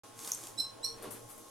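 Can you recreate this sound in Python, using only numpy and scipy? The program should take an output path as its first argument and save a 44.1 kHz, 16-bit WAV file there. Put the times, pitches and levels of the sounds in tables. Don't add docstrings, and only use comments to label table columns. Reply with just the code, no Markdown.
import sys
import numpy as np
from scipy import signal
from scipy.fft import rfft, irfft
from scipy.io import wavfile
from scipy.ndimage import uniform_filter1d

SR = 44100
rng = np.random.default_rng(int(sys.argv[2]) if len(sys.argv) > 2 else 0)


def dump_mix(stems):
    frames = np.atleast_2d(stems).T
    limited = np.clip(frames, -1, 1)
    pcm = np.round(limited * 32767).astype(np.int16)
    wavfile.write(sys.argv[1], SR, pcm)


N = 66150
TIME = np.arange(N) / SR


def rabbit():
    # time in seconds, low whistle in Hz, its level in dB,
    # its octave's level in dB, high whistle in Hz, its level in dB.
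    squeaks = [
        [(.574, 3800, -59, -67, 5300, -78), (.581, 3930, -46, -49.5, 5340, -49),
         (.592, 4054, -35, -40, 5280, -42), (.596, 4172, -36, -52.5, 5430, -48),
         (.600, 4104, -32.5, -45, 5260, -32.5), (.606, 4085, -28, -59, 5453, -40),
         (.613, 4070, -36.5, -52, 5360, -37.5), (.620, 3980, -53, -53, 5310, -51)],
        [(.827, 3760, -66, -58, 5350, -80), (.834, 3970, -45, -48, 5170, -62),
         (.840, 4134, -42.5, -50, 5590, -52), (.847, 4140, -32, -42.5, 5603, -34.5),
         (.854, 4266, -42.5, -49.5, 5486, -40.5), (.864, 4324, -34.5, -48, 5580, -45),
         (.874, 4230, -59, -56, 5600, -66)],
    ]
    # delay in seconds, level in dB.
    flutter = [(0.019, -7.5), (0.0409, -8), (.064, -15), (0.080, -28), (.093, -20.5)]
    entries_s, pans_db, rooms_db = [.593, .838], [-6, -4], [-2, -3.5]
    wall_cutoff_hz = 9700
    out = 0
    for contour, entry_s, pan_db, room_db in zip(squeaks, entries_s, pans_db, rooms_db):
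        voice = squeak(contour, entry_s)
        dulled = signal.lfilter(*signal.butter(1, wall_cutoff_hz, fs=SR), voice)
        echoes = sum(amp(db) * np.roll(dulled, round(delay * SR)) for delay, db in flutter)
        out = out + panned(voice, pan_db) + reverb(dulled, room_db) + echoes
    return out


def squeak(contour, entry_s):
    # multiple of the low whistle, multiple of the high one, level in dB re their mean.
    blend_tones = [(3, 0, -17), (1, 1, -16), (0, 2, -18), (2, 1, -33), (-1, 2, -30)]
    times, *columns = np.transpose(contour)
    low_hz, low_db, octave_db, high_hz, high_db = (np.interp(TIME, times, c) for c in columns)
    low_jitter, high_jitter, jitter_hz = 0.0058, 0.0083, 292
    low_phase = 2 * np.pi * np.cumsum(low_hz * (1 + low_jitter * wander(jitter_hz))) / SR
    high_phase = 2 * np.pi * np.cumsum(high_hz * (1 + high_jitter * wander(jitter_hz))) / SR
    held_db, shake_db, break_s, fade_s = -4, 4.5, 0.0033, 0.0018
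    held = 1 - np.clip((TIME - entry_s) / break_s, 0, 1)
    high_db = high_db + held_db * held + shake_db * wander(rate_hz=170)
    low = amp(low_db) * np.sin(low_phase) + amp(octave_db) * np.sin(2 * low_phase)
    high = amp(high_db) * np.sin(high_phase)
    blends = sum(amp(db) * np.sin(m * low_phase + n * high_phase) for m, n, db in blend_tones)
    blends *= amp((low_db + high_db) / 2)
    # frequency in Hz, level in dB.
    rasp_spectrum = [(2500, -3.5), (4500, 1), (9000, 6), (15000, -15)]
    rasp = amp(low_db - 24.5) * colour(rng.standard_normal(N), rasp_spectrum)
    fade = np.clip(np.minimum(TIME - times[0], times[-1] - TIME) / fade_s, 0, 1)
    return np.sqrt(2) * fade * (low + high + blends + rasp)


def hay():
    # frequency in Hz, level in dB.
    rustle_spectrum = [(40, -32), (150, -7), (400, -12.5), (1200, -0.5), (2000, -6.5), (3500, -5.5),
                       (4600, -5), (6500, 2), (9500, 0.5), (12000, -1), (16000, -18)]
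    # time in seconds, level in dB.
    rustle_levels = [(.04, -64), (.14, -70), (.19, -51.5), (.25, -49), (.29, -45.5), (.315, -49),
                     (.36, -52.5), (.40, -52.5), (.445, -52), (.48, -53), (.53, -64), (.8, -78), (.95, -65),
                     (1.5, -62)]
    # start in seconds, level in dB, main resonance in Hz.
    snap_events = [(0.3181, -23, 6165), (.3315, -40, 5980), (0.3349, -35, 6350), (0.3472, -33.5, 8100)]
    # ratio to the main resonance, level in dB, t60 in seconds.
    stalk_modes = [(.92, -2.5, 0.011), (1.04, 3.5, 0.01), (1.18, -12.5, 0.028), (1.5, -10, 0.013),
                   (1.9, -5, .009), (1.98, -17, 0.0098)]
    rise_s, top_hz = 0.00098, 13500
    rustle = colour(grains(), rustle_spectrum) * amp(follow(rustle_levels))
    snaps = sum(amp(db + mode_db) * ring(start, hz * ratio, rise_s, t60)
                for start, db, hz in snap_events
                for ratio, mode_db, t60 in stalk_modes if hz * ratio < top_hz)
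    return room(rustle, wet_db=-2) + room(snaps, wet_db=-7.5)


def tube_taps():
    # start in seconds, level in dB.
    taps = [(0.1913, -42.5), (0.247, -36), (0.2746, -32.5), (0.437, -40.5), (0.4704, -39.5)]
    # frequency in Hz, level in dB.
    spectrum = [(60, -42), (200, 2), (900, -1.5), (2000, -15), (3500, 4.5), (6500, 5), (10000, 6),
                (16000, -13)]
    envelope = sum(amp(db) * strike(start, rise_s=0.00014, t60=0.017) for start, db in taps)
    return room(colour(rng.standard_normal(N), spectrum) * envelope, wet_db=-5)


def paw_bumps():
    # start in seconds, level in dB, pitch the blow favours in Hz.
    blows = [(0.563, -51, 290), (.588, -43.5, 246), (1.031, -45, 470), (1.0442, -39.5, 497),
             (1.052, -39, 990), (1.064, -39.5, 290), (1.078, -44, 225), (1.094, -49, 615),
             (1.121, -49, 200)]
    # frequency in Hz, level in dB, t60 in seconds.
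    cardboard_modes = [(153, -1, 0.063), (221, -7, 0.11), (298, -3.5, 0.083), (399, -8.5, 0.11),
                       (458, 4.5, 0.039), (589, -2.5, 0.12), (970, -7.5, 0.038), (1122, -4, .06)]
    # frequency in Hz, level in dB.
    scuff_spectrum = [(50, -35), (200, -4.5), (600, 2.5), (1300, 3.5), (2000, -3.5), (3300, -3),
                      (6000, -10), (12000, -35)]
    # time in seconds, level in dB.
    scuff_levels = [(.94, -64), (1.025, -57), (1.05, -50.5), (1.085, -56.5), (1.12, -78), (1.16, -56),
                    (1.22, -71)]
    width_octaves, rise_s = 0.4, 0.0026
    bumps = 0
    for start, db, favoured_hz in blows:
        for hz, mode_db, t60 in cardboard_modes:
            excitation = np.exp(-(np.log2(hz / favoured_hz) / width_octaves) ** 2 / 2)
            bumps = bumps + amp(db + mode_db) * excitation * ring(start, hz, rise_s, t60)
    scuff = colour(grains(), scuff_spectrum) * amp(follow(scuff_levels))
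    return room(bumps + scuff, wet_db=-4)


def paw_brushes():
    # start in seconds, level in dB, rise in seconds, t60 in seconds.
    strokes = [(1.023, -50.5, 0.0023, 0.1), (1.106, -45.5, 0.0021, 0.2), (1.28, -53, 0.021, 0.19),
               (1.376, -58, 0.003, 0.12)]
    # frequency in Hz, level in dB.
    spectrum = [(150, -41.5), (500, -1), (1000, 2.5), (3000, -6), (5000, -7), (7500, -0.5), (10000, 9.5),
                (12000, 6.5), (14000, -2), (16000, -13)]
    envelope = sum(amp(db) * strike(start, rise_s, t60) for start, db, rise_s, t60 in strokes)
    return room(colour(grains(), spectrum) * envelope, wet_db=2.5, pan_db=11.5)


def appliance_hum():
    # frequency in Hz, level in dB.
    steady = [(103, -75.5), (296.1, -71.5), (546, -77), (834.4, -69.5), (1034, -73.5), (1081, -64),
              (3250, -79)]
    # frequency in Hz, then pairs of time in seconds and level in dB.
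    swells = [(462.8, [(.04, -71.5), (.15, -62), (.25, -58.5), (.30, -66.5), (.7, -70), (.8, -69),
              (.9, -56), (.97, -62), (1.5, -70.5)]), (116, [(.04, -68), (.8, -69), (.96, -62.5),
              (1.02, -68), (1.12, -61.5), (1.26, -56.5), (1.31, -73)])]
    waver_db, drift_rad, spread_rad = 2.5, 0.49, 0.53
    narrow_below_hz = 396
    hum = 0
    for hz, db in steady + [(hz, follow(levels)) for hz, levels in swells]:
        gain = amp(db + waver_db * wander(rate_hz=12.7))
        phase = 2 * np.pi * (hz * TIME + rng.random()) + drift_rad * wander(rate_hz=9.7)
        side_phase = spread_rad * min(hz / narrow_below_hz, 1) * rng.standard_normal((2, 1))
        hum = hum + gain * np.sin(phase + side_phase)
    return np.sqrt(2) * hum


def room_tone():
    # frequency in Hz, relative noise density in dB.
    spectrum = [(25, 0), (60, -12.5), (110, -9), (160, -3.5), (250, 1), (320, 2.5), (640, 2.5), (760, -1.5),
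                (1100, -6.5), (1440, -10.5), (2600, -19), (3200, -15.5), (4500, -14.5), (6400, -12),
                (8000, -18.5), (9600, -10), (12500, -25.5), (16000, -27)]
    # frequency in Hz, left-right correlation.
    likeness = [(30, 0.87), (80, 0.92), (160, 0.41), (300, 0.031), (1000, 0.047), (4000, 0.093),
                (12000, 0.42)]
    level_db, patchy_db = -55, 3
    hz, _, (left, other) = signal.stft(rng.standard_normal((2, N)), SR, nperseg=2048, noverlap=1536)
    same = read(likeness, hz)[:, None]
    right = same * left + np.sqrt(1 - same ** 2) * other
    patches = uniform_filter1d(rng.standard_normal(left.shape), size=14, axis=0)
    patches = unit(uniform_filter1d(patches, size=6, axis=1))
    bands = np.array([left, right]) * amp(read(spectrum, hz)[:, None] + patchy_db * patches)
    return amp(level_db) * unit(signal.istft(bands, SR, nperseg=2048, noverlap=1536)[1][:, :N])


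def reverb(x, wet_db):
    # frequency in Hz, t60 in seconds.
    decay_times = [(150, 0.56), (600, 0.42), (2000, 0.21), (4100, 0.28), (5600, 0.26), (8000, 0.3),
                   (15000, 0.2)]
    crossfeed, build_s = 0.21, 0.0011
    hz, t, bands = signal.stft(rng.standard_normal((2, SR // 2)), SR, nperseg=256)
    decay = np.exp(-np.log(1000) * t / read(decay_times, hz)[:, None])
    tail = signal.istft(bands * decay, SR, nperseg=256)[1]
    onset = np.minimum(np.arange(tail.shape[1]) / SR / build_s, 1)
    tail = (tail + crossfeed * tail[::-1]) * onset
    return amp(wet_db) * signal.fftconvolve(x[None], tail / np.linalg.norm(tail[0]), axes=1)[:, :N]


def room(x, wet_db, pan_db=0):
    return panned(x, pan_db) + reverb(x, wet_db)


def panned(x, pan_db):
    return x * amp([[pan_db / 2], [-pan_db / 2]])


def grains(per_second=4200, spread_db=2.5):
    size = amp(spread_db * np.minimum(rng.exponential(1, N), 4))
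    return size * rng.choice([-1, 1], N) * (rng.random(N) < per_second / SR)


def ring(start, hz, rise_s, t60):
    return strike(start, rise_s, t60) * np.sin(2 * np.pi * hz * (TIME - start))


def strike(start, rise_s, t60):
    age = TIME - start
    return np.clip(age / rise_s, 0, 1) * np.exp(-np.log(1000) * np.maximum(age - rise_s, 0) / t60)


def wander(rate_hz):
    hz = np.fft.rfftfreq(N, 1 / SR)
    return unit(irfft(rfft(rng.standard_normal(N)) * np.exp(-(hz / rate_hz) ** 2), N))


def colour(x, spectrum):
    return unit(irfft(rfft(x) * amp(read(spectrum, np.fft.rfftfreq(N, 1 / SR))), N))


def read(points, hz):
    table_hz, values = np.transpose(points)
    return np.interp(np.log(hz + 1), np.log(table_hz + 1), values)


def follow(points):
    return np.interp(TIME, *np.transpose(points))


def amp(db):
    return 10 ** (np.asarray(db) / 20)


def unit(x):
    return x / np.sqrt(np.mean(x ** 2) + 1e-20)


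def scene():
    return rabbit() + hay() + tube_taps() + paw_bumps() + paw_brushes() + appliance_hum() + room_tone()


def record(dry):
    open_s, fade_s, cutoff_hz = .034, .002, 16100
    opened = dry * np.clip((TIME - open_s) / fade_s, 0, 1)
    lowpass = signal.firwin(511, cutoff_hz, window=("kaiser", 9), fs=SR)
    return signal.oaconvolve(opened, lowpass[None], "same")


dry = scene()
out = record(dry)
dump_mix(out)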